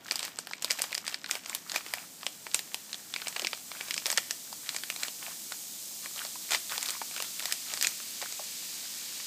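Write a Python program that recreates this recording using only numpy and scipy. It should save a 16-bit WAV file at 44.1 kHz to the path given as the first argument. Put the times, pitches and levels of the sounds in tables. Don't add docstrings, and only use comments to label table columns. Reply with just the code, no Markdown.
import sys
import numpy as np
from scipy import signal
from scipy.fft import rfft, irfft, next_fast_len
from scipy.io import wavfile

SR = 44100
rng = np.random.default_rng(int(sys.argv[2]) if len(sys.argv) > 2 else 0)


def persist_wave(psi):
    counts = np.round(np.clip(psi, -1, 1) * 32767).astype(np.int16)
    wavfile.write(sys.argv[1], SR, np.atleast_2d(counts).T)


N = 408366
TIME = np.arange(N) / SR
CUTOFF_HZ = 15350

# (time [s], level [dB], facet pitch [Hz], body [dB], crispness [dB])
LOUD_SNAPS = [(.111, -23.5, 4530, -16, -33), (0.1204, -30.5, 5900, -2, 0), (.157, -27.5, 4930, -9, -7),
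              (0.193, -29.5, 3740, -21, -11), (0.2294, -32, 4600, -8, -15), (.251, -33.5, 4350, -12, 0),
              (0.2794, -40, 1220, -3, -9), (.388, -29, 8000, -1, -14), (0.4712, -37, 1670, -3, -8),
              (0.5113, -38, 4730, 5.5, -22), (0.5343, -32.5, 2360, -14, -32), (0.6238, -31, 6900, -9, -4),
              (0.6455, -25, 3970, -7, -6), (0.7031, -29.5, 2300, -14, -12),
              (0.708, -21.5, 5300, -11.5, -18), (.7157, -27, 6900, -21, -2), (0.7925, -32, 2430, -25, -4),
              (.802, -38.5, 860, 20, -10), (.8191, -22.5, 8150, -9, 2), (.84, -33, 1140, -2.5, -8),
              (0.9281, -32, 2520, -14, -26), (0.946, -33, 7600, -4, -3), (0.9503, -27, 4760, -26, -10),
              (.9788, -29.5, 5000, -9, -12), (1.0667, -34.5, 4630, -22, -16),
              (1.0789, -28, 4700, -7.5, -16), (1.1436, -28.5, 4060, -14, -47),
              (1.2432, -35.5, 1440, -7, -26), (1.2612, -37, 3490, -19, -34), (1.3112, -23, 6340, -13, -10),
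              (1.3534, -31.5, 2360, -6, -12), (1.4603, -36, 6350, -7, -28), (1.4963, -32.5, 7500, -10, -12),
              (1.5494, -26, 3520, -9, 3.5), (1.697, -33, 3920, -30, -30), (1.718, -31, 6300, -11, -16),
              (1.7604, -24.5, 2300, -6, -10), (1.9374, -26.5, 1990, -5.5, -7),
              (2.2313, -37.5, 1070, -2, -24), (2.2661, -25.5, 3250, -8.5, -20),
              (2.467, -36.5, 2140, -1.5, -37), (2.5452, -18.5, 7500, -11, -6),
              (2.5922, -30.5, 2980, -13, -8), (2.7444, -27.5, 2870, -8.5, -7),
              (2.9299, -31.5, 4360, -16, -27), (2.944, -34, 3500, -14, -33),
              (3.1393, -29.5, 3600, -15, -38), (3.162, -30.5, 2480, -10.5, -30),
              (3.218, -35.5, 2150, -9, -27), (3.2707, -31.5, 2300, -5, -26), (3.2825, -29.5, 7940, -11, -6),
              (3.364, -31, 2420, -13, -22), (3.3957, -29, 3100, -8, -12), (3.4193, -33.5, 5210, -23, -21),
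              (3.4474, -27, 2560, -9, -30), (3.4705, -25.5, 5340, -32, -35), (3.5315, -30, 1350, -4.5, -29),
              (3.7164, -36, 2370, -2, -40), (3.81, -33, 2290, -7.5, -30), (3.9088, -27.5, 2560, -19, -13),
              (3.9419, -29, 7200, -26, -26), (3.9787, -28, 5460, -13.5, -40), (4.058, -25.5, 4840, -9, -23),
              (4.0658, -26, 5710, -9, -3), (4.102, -25, 6550, -8, -12), (4.1158, -27, 8200, -5, 3),
              (4.1266, -29, 4890, -11, -12), (4.1751, -20, 6400, -17, -12), (4.1805, -23, 1290, -7, -20),
              (4.309, -25.5, 6400, -13, -7), (4.528, -36, 4850, 1.5, -18), (4.6913, -27.5, 3860, -22, -23),
              (4.747, -37, 2200, -3, -11), (4.7639, -28.5, 7400, -11.5, -22), (4.836, -33, 1860, -11, -11),
              (4.9013, -28, 2530, -10, -9), (4.9617, -34, 4040, -9, -25), (5.0328, -26, 4450, -12, -20),
              (5.5218, -34, 4000, -8, -17), (6.0591, -38.5, 1850, -7, -17), (6.2503, -34, 4200, -4, -23),
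              (6.5079, -28, 7500, -7, -20), (6.5198, -27, 3570, -7, -11), (6.5341, -30, 1860, -16, -19),
              (6.5472, -23.5, 1920, -7, -17), (6.721, -33.5, 1360, -2, -16), (6.8286, -28.5, 7550, -21, -7),
              (6.8606, -31.5, 4410, -30, -2), (6.8874, -30, 3830, -8, -25), (6.9055, -29, 8010, -11, -2),
              (7.1637, -34.5, 2730, -7, -20), (7.202, -31, 2670, -3, -19), (7.2237, -29.5, 4030, -12, -1),
              (7.3955, -32, 2730, -13.5, -4), (7.456, -27.5, 3900, -8, -4), (7.524, -23, 5100, -14, -3),
              (7.738, -28.5, 6700, -7.5, -17), (7.812, -26, 4520, -14, -10), (7.826, -22, 6740, -18, 2),
              (7.846, -24.5, 2630, -18, -22), (7.8703, -21, 7620, -15, -9), (8.3245, -35.5, 7150, -8, -17)]
# (time [s], length [s], level [dB])
FOIL_RIPS = [(0.215, 0.056, -42.5), (1.737, 0.055, -39.5), (6.504, 0.064, -32.5), (7.829, 0.03, -34.5)]
# (time [s], peak level [dB], pitch [Hz], scuff gain [ratio])
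FINGER_TAPS = [(3.362, -28, 620, .3), (3.396, -38, 650, 0.16), (3.421, -33, 636, 0.31),
               (3.427, -37.5, 297, 0.028), (5.52, -30.5, 1220, 0.41), (6.355, -36.5, 910, .3),
               (6.937, -37, 1300, .6), (6.965, -38, 1020, 0.2), (7.015, -24, 845, 0.33),
               (8.001, -34, 1240, .7), (8.224, -30.5, 640, 0.2), (8.394, -33, 640, 0.071),
               (9.2, -35, 1100, 1)]
# (start [s], end [s], rustle level [dB])
SQUEEZES = [(0, 0.37, -53), (.61, 1.007, -53), (1.031, 1.177, -50.5), (1.27, 1.4, -46), (1.45, 1.585, -50),
            (1.65, 1.84, -48.5), (1.8, 2.093, -50.5), (3.09, 3.58, -55), (3.672, 3.99, -51),
            (4.04, 4.155, -42), (4.63, 4.8, -51), (4.98, 5.096, -45.5), (5.186, 5.365, -50),
            (6.016, 6.08, -51), (6.13, 6.294, -46.5), (6.48, 6.594, -42.5), (6.684, 6.787, -40.5),
            (6.77, 6.976, -45.5), (7.1, 7.31, -50.5), (7.4, 7.55, -49.5), (7.645, 7.792, -49.5),
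            (8.2, 8.279, -49.5)]
# (time [s], level [dB])
POWDER_POURS = [(1.1, -47), (2.9, -45), (4.451, -43), (5.7, -48.5)]

FINE_FIZZ_COLOUR = [(1500, -24.5), (3000, -10), (4200, -5.5), (5100, -5.5), (5700, -4), (7000, -2),
                    (8400, -2), (9300, -6), (10000, -7.5), (12000, -4.5), (15300, -4)]
FOAM_FIZZ_COLOUR = [(900, -9), (1800, -13), (2300, -10.5), (2700, -7), (3600, -4.5), (4700, -1.5),
                    (5700, -5), (6700, -4.5), (8200, -7), (10000, -19), (15000, -29)]
WALL_RUSTLE_COLOUR = [(60, -40), (200, -22), (450, -3.5), (650, -2), (1000, 0.5), (1400, 1.5), (1900, -4),
                      (2400, -5), (3000, -4), (5000, -3), (8000, -23), (10000, -46), (15000, -36)]
FOIL_CRACKLE_COLOUR = [(60, -38), (300, 0.5), (650, 1.5), (1500, -1), (2400, -3.5), (3000, 2), (5000, 2),
                       (5700, 2.5), (8200, 1.5), (9800, -17.5), (12000, -0.5), (15000, -7)]
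ROOM_TONE_COLOUR = [(25, -32), (60, -23), (75, -21), (98, -6.5), (125, -10.5), (170, -0.5), (230, -0.5),
                    (320, -2.5), (420, -8), (700, -7), (1500, -15.5), (4000, -18), (9000, -58),
                    (15000, -44)]
ROOM_ECHO_COLOUR = [(100, 22), (500, -5), (670, 5), (850, -6), (1400, -0.5), (2300, 4.5), (3000, 3.5),
                    (5000, 0), (8000, 7), (16000, -1.5)]
# (frequency [Hz], width [Hz], gain [dB])
MICROPHONE_RESONANCES = [(1830, 460, -3), (2300, 190, -3.5), (4960, 97, -7)]

MIDDLE_FACET_HZ = 4000
HIGHS_DB, HIGHS_DB_PER_OCTAVE, HIGHS_FOLLOW_CRISPNESS = 1.5, 6, 0.15
LESSER_PER_S, LESSER_DB, LESSER_SPREAD_DB = 8.3, 10, 3
LESSER_HZ, LESSER_SPREAD_OCTAVES = 3600, 0.68
LESSER_BODY_DB, LESSER_CRISPNESS_DB = -6.5, -25
SWELL_S, FADE_DB_PER_S = 0.76, 0.45
BIG_SHARE_DB, FOAM_FROM_S = -18, 5.87
FOAM_DB, FOAM_GROWTH = -51, 0.7


def from_db(db):
    return 10 ** (np.asarray(db) / 20)


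def rms_one(x):
    return x / np.sqrt(np.mean(x ** 2) + 1e-20)


def energy_one(x):
    return x / np.sqrt(np.sum(x ** 2) + 1e-20)


def dying(t, t60):
    return np.exp(-np.log(1000) * t / t60)


def add(track, s, sound):
    start = max(0, int(s * SR))
    track[start:start + len(sound)] += sound[:N - start]


def butter(hz, kind, order=2):
    return signal.butter(order, np.clip(hz, 10, .45 * SR), kind, fs=SR, output="sos")


def resonate(x, hz, width_hz):
    r = np.exp(-np.pi * width_hz / SR)
    feedforward = np.array([1, 0, -1]) * (1 - r * r) / 2
    feedback = [1, -2 * r * np.cos(2 * np.pi * hz / SR), r * r]
    return signal.lfilter(feedforward, feedback, x + 1e-18)


def coloured(x, spectrum):
    size = next_fast_len(len(x))
    hz, db = np.transpose(spectrum)
    bins = np.maximum(np.arange(size // 2 + 1) * SR / size, 1)
    gain = from_db(np.interp(np.log(bins), np.log(hz), db))
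    return rms_one(irfft(rfft(x, size) * gain, size)[:len(x)])


def grains(per_s, spread_db, low_hz, high_hz, cycles, size=N, count=16):
    clicks = (rng.random(size) < per_s / SR) * rng.choice([-1, 1], size)
    clicks = clicks * from_db(spread_db * np.minimum(rng.exponential(1, size), 4))
    dealt = rng.integers(0, count, size)
    pitches = np.geomspace(low_hz, min(high_hz, CUTOFF_HZ), count)
    return rms_one(sum(resonate(clicks * (dealt == k), hz, hz / cycles) for k, hz in enumerate(pitches)))


def room_tone(level_db=-59):
    return from_db(level_db) * coloured(rng.standard_normal(N), ROOM_TONE_COLOUR)


def room(x, early_db=-14, early_t60=0.091, late_db=-13, late_t60=0.37):
    t = np.arange(SR // 2) / SR
    arrival = np.clip(t / .005 - .5, 0, 1)
    early, late = (arrival * coloured(rng.standard_normal(len(t)), ROOM_ECHO_COLOUR) for _ in range(2))
    early = from_db(early_db) * energy_one(early * dying(t, early_t60))
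    late = from_db(late_db) * energy_one(late * dying(t, late_t60))
    return signal.fftconvolve(x, early + late)[:N]


def fizz():
    power = 0
    for s, db in POWDER_POURS:
        age = np.maximum(TIME - s, 0)
        swell = 1 - np.exp(-age / SWELL_S)
        power = power + (from_db(db - FADE_DB_PER_S * age) * swell) ** 2
    hiss = np.sqrt(power)
    thickening = from_db(FOAM_DB) * np.maximum(TIME - FOAM_FROM_S, 0) ** FOAM_GROWTH
    fine = coloured(grains(14000, 0.56, 2340, 13400, cycles=0.81), FINE_FIZZ_COLOUR)
    foam = coloured(grains(9000, 0.8, 1440, 15000, cycles=1.15), FOAM_FIZZ_COLOUR)
    return hiss * fine + np.hypot(from_db(BIG_SHARE_DB) * hiss, thickening) * foam


def rustle(rub_db=-2, holding_db=-65):
    squeeze = np.full(N, from_db(holding_db))
    for start, end, db in SQUEEZES:
        size = max(int((end - start) * SR), 2)
        add(squeeze, start, from_db(db) * signal.windows.tukey(size, .6))
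    catches = grains(400, 6.0, 600, 9100, cycles=5.5)
    rub = grains(5000, 1.5, 590, CUTOFF_HZ, cycles=1.2)
    walls = coloured(catches + from_db(rub_db) * rub, WALL_RUSTLE_COLOUR)
    powder = coloured(rng.standard_normal(N), FINE_FIZZ_COLOUR)
    return squeeze * (walls + powder)


def taps(knock_cycles=3, contact_hz=3000, decay_cycles=23):
    out, t = np.zeros(N), np.arange(4096) / SR
    rattles = rng.standard_normal((len(FINGER_TAPS), len(t)))
    for (s, db, hz, scuff), rattle in zip(FINGER_TAPS, rattles):
        contact = butter([hz / 2, max(contact_hz, hz)], "band")
        push = signal.sosfilt(contact, rattle * dying(t, decay_cycles / hz))
        note = resonate(resonate(push, hz, hz / knock_cycles), hz, hz)
        knock = note + scuff * push
        add(out, s, from_db(db) * knock / np.abs(knock).max())
    return out


def rips(slips_per_s=3500):
    out = np.zeros(N)
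    for s, length, db in FOIL_RIPS:
        slips = grains(slips_per_s, 0.65, 570, 6900, cycles=0.55, size=4096)
        size = int(np.clip(length * SR, 64, 4096))
        run = coloured(slips, FOIL_CRACKLE_COLOUR)[:size] * signal.windows.tukey(size, .5)
        add(out, s, from_db(db) * rms_one(run))
    return out


def crackle(crackle_db=-52, spread_s=0.027):
    s, db = np.transpose(LOUD_SNAPS)[:2]
    coarse = TIME[::100]
    strain = from_db(db - db.mean()) @ np.exp(-np.abs(coarse - s[:, None]) / spread_s)
    ticks = coloured(grains(350, 3.5, 900, 12000, cycles=1.6), FOIL_CRACKLE_COLOUR)
    return from_db(crackle_db) * np.sqrt(np.interp(TIME, coarse, strain)) * ticks


def creases():
    rows = list(LOUD_SNAPS)
    for start, end, db in SQUEEZES:
        waits, chance = rng.exponential(1, 16), rng.standard_normal((16, 3))
        times = start + np.cumsum(waits) / LESSER_PER_S
        for s, (size, pitch, edge) in zip(times, chance):
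            if s < end:
                level_db = db + LESSER_DB + LESSER_SPREAD_DB * size
                hz = np.clip(LESSER_HZ * 2 ** (LESSER_SPREAD_OCTAVES * pitch), 900, 8500)
                rows.append((s, level_db, hz, LESSER_BODY_DB, LESSER_CRISPNESS_DB + 5 * edge))
    return np.array(rows)


def highs_db(hz, crispness_db):
    octaves = np.log2(hz / MIDDLE_FACET_HZ)
    return HIGHS_DB + HIGHS_DB_PER_OCTAVE * octaves + HIGHS_FOLLOW_CRISPNESS * crispness_db


def snaps(rows, scatter=0.13, scatter_t60=0.018, facet_db=3):
    out, t = np.zeros(N), np.arange(1024) / SR
    bands = [butter([450, 1500], "band")]
    bands += [butter(edges, "band", order=3) for edges in ([1500, 5000], [5000, 8700], [9500, 16000])]
    flutters = rng.standard_normal((256, len(t)))
    for (s, db, hz, body_db, crispness_db), flutter in zip(rows, flutters):
        pulse = (t == 0) + scatter * flutter * dying(t, scatter_t60)
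        pulse = pulse + from_db(facet_db) * resonate(pulse, hz, hz / 5)
        gains = from_db([body_db, 0, highs_db(hz, crispness_db), crispness_db])
        snap = sum(gain * energy_one(signal.sosfilt(band, pulse)) for band, gain in zip(bands, gains))
        add(out, s, from_db(db) * np.sqrt(200) * energy_one(snap))
    return out


def all_round(rows, snapping, brightness=0.78, own_share=0.62):
    s, db, hz, _, crispness_db = np.transpose(rows)
    at = (s * SR).astype(int)
    lows, highs = np.zeros((2, N))
    lows[at] = from_db(db)
    highs[at] = from_db(db + brightness * highs_db(hz, crispness_db))
    clicks = signal.sosfilt(butter(5000, "low", order=3), lows + 1e-18)
    clicks = clicks + signal.sosfilt(butter(5000, "high", order=3), highs + 1e-18)
    return np.std(snapping) * coloured(clicks, FOIL_CRACKLE_COLOUR) + own_share * snapping


def scene():
    rows = creases()
    snapping = snaps(rows)
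    handling = rips() + taps() + rustle() + crackle()
    foil = snapping + handling + room(all_round(rows, snapping) + handling)
    mono = foil + fizz() + room_tone()
    return np.array([mono, mono])


def record(dry):
    ringing = sum(from_db(db) * resonate(dry, hz, width) for hz, width, db in MICROPHONE_RESONANCES)
    top_cut = signal.ellip(10, .2, 70, CUTOFF_HZ, fs=SR, output="sos")
    return signal.sosfilt(top_cut, dry + ringing)


dry = scene()
out = record(dry)
persist_wave(out)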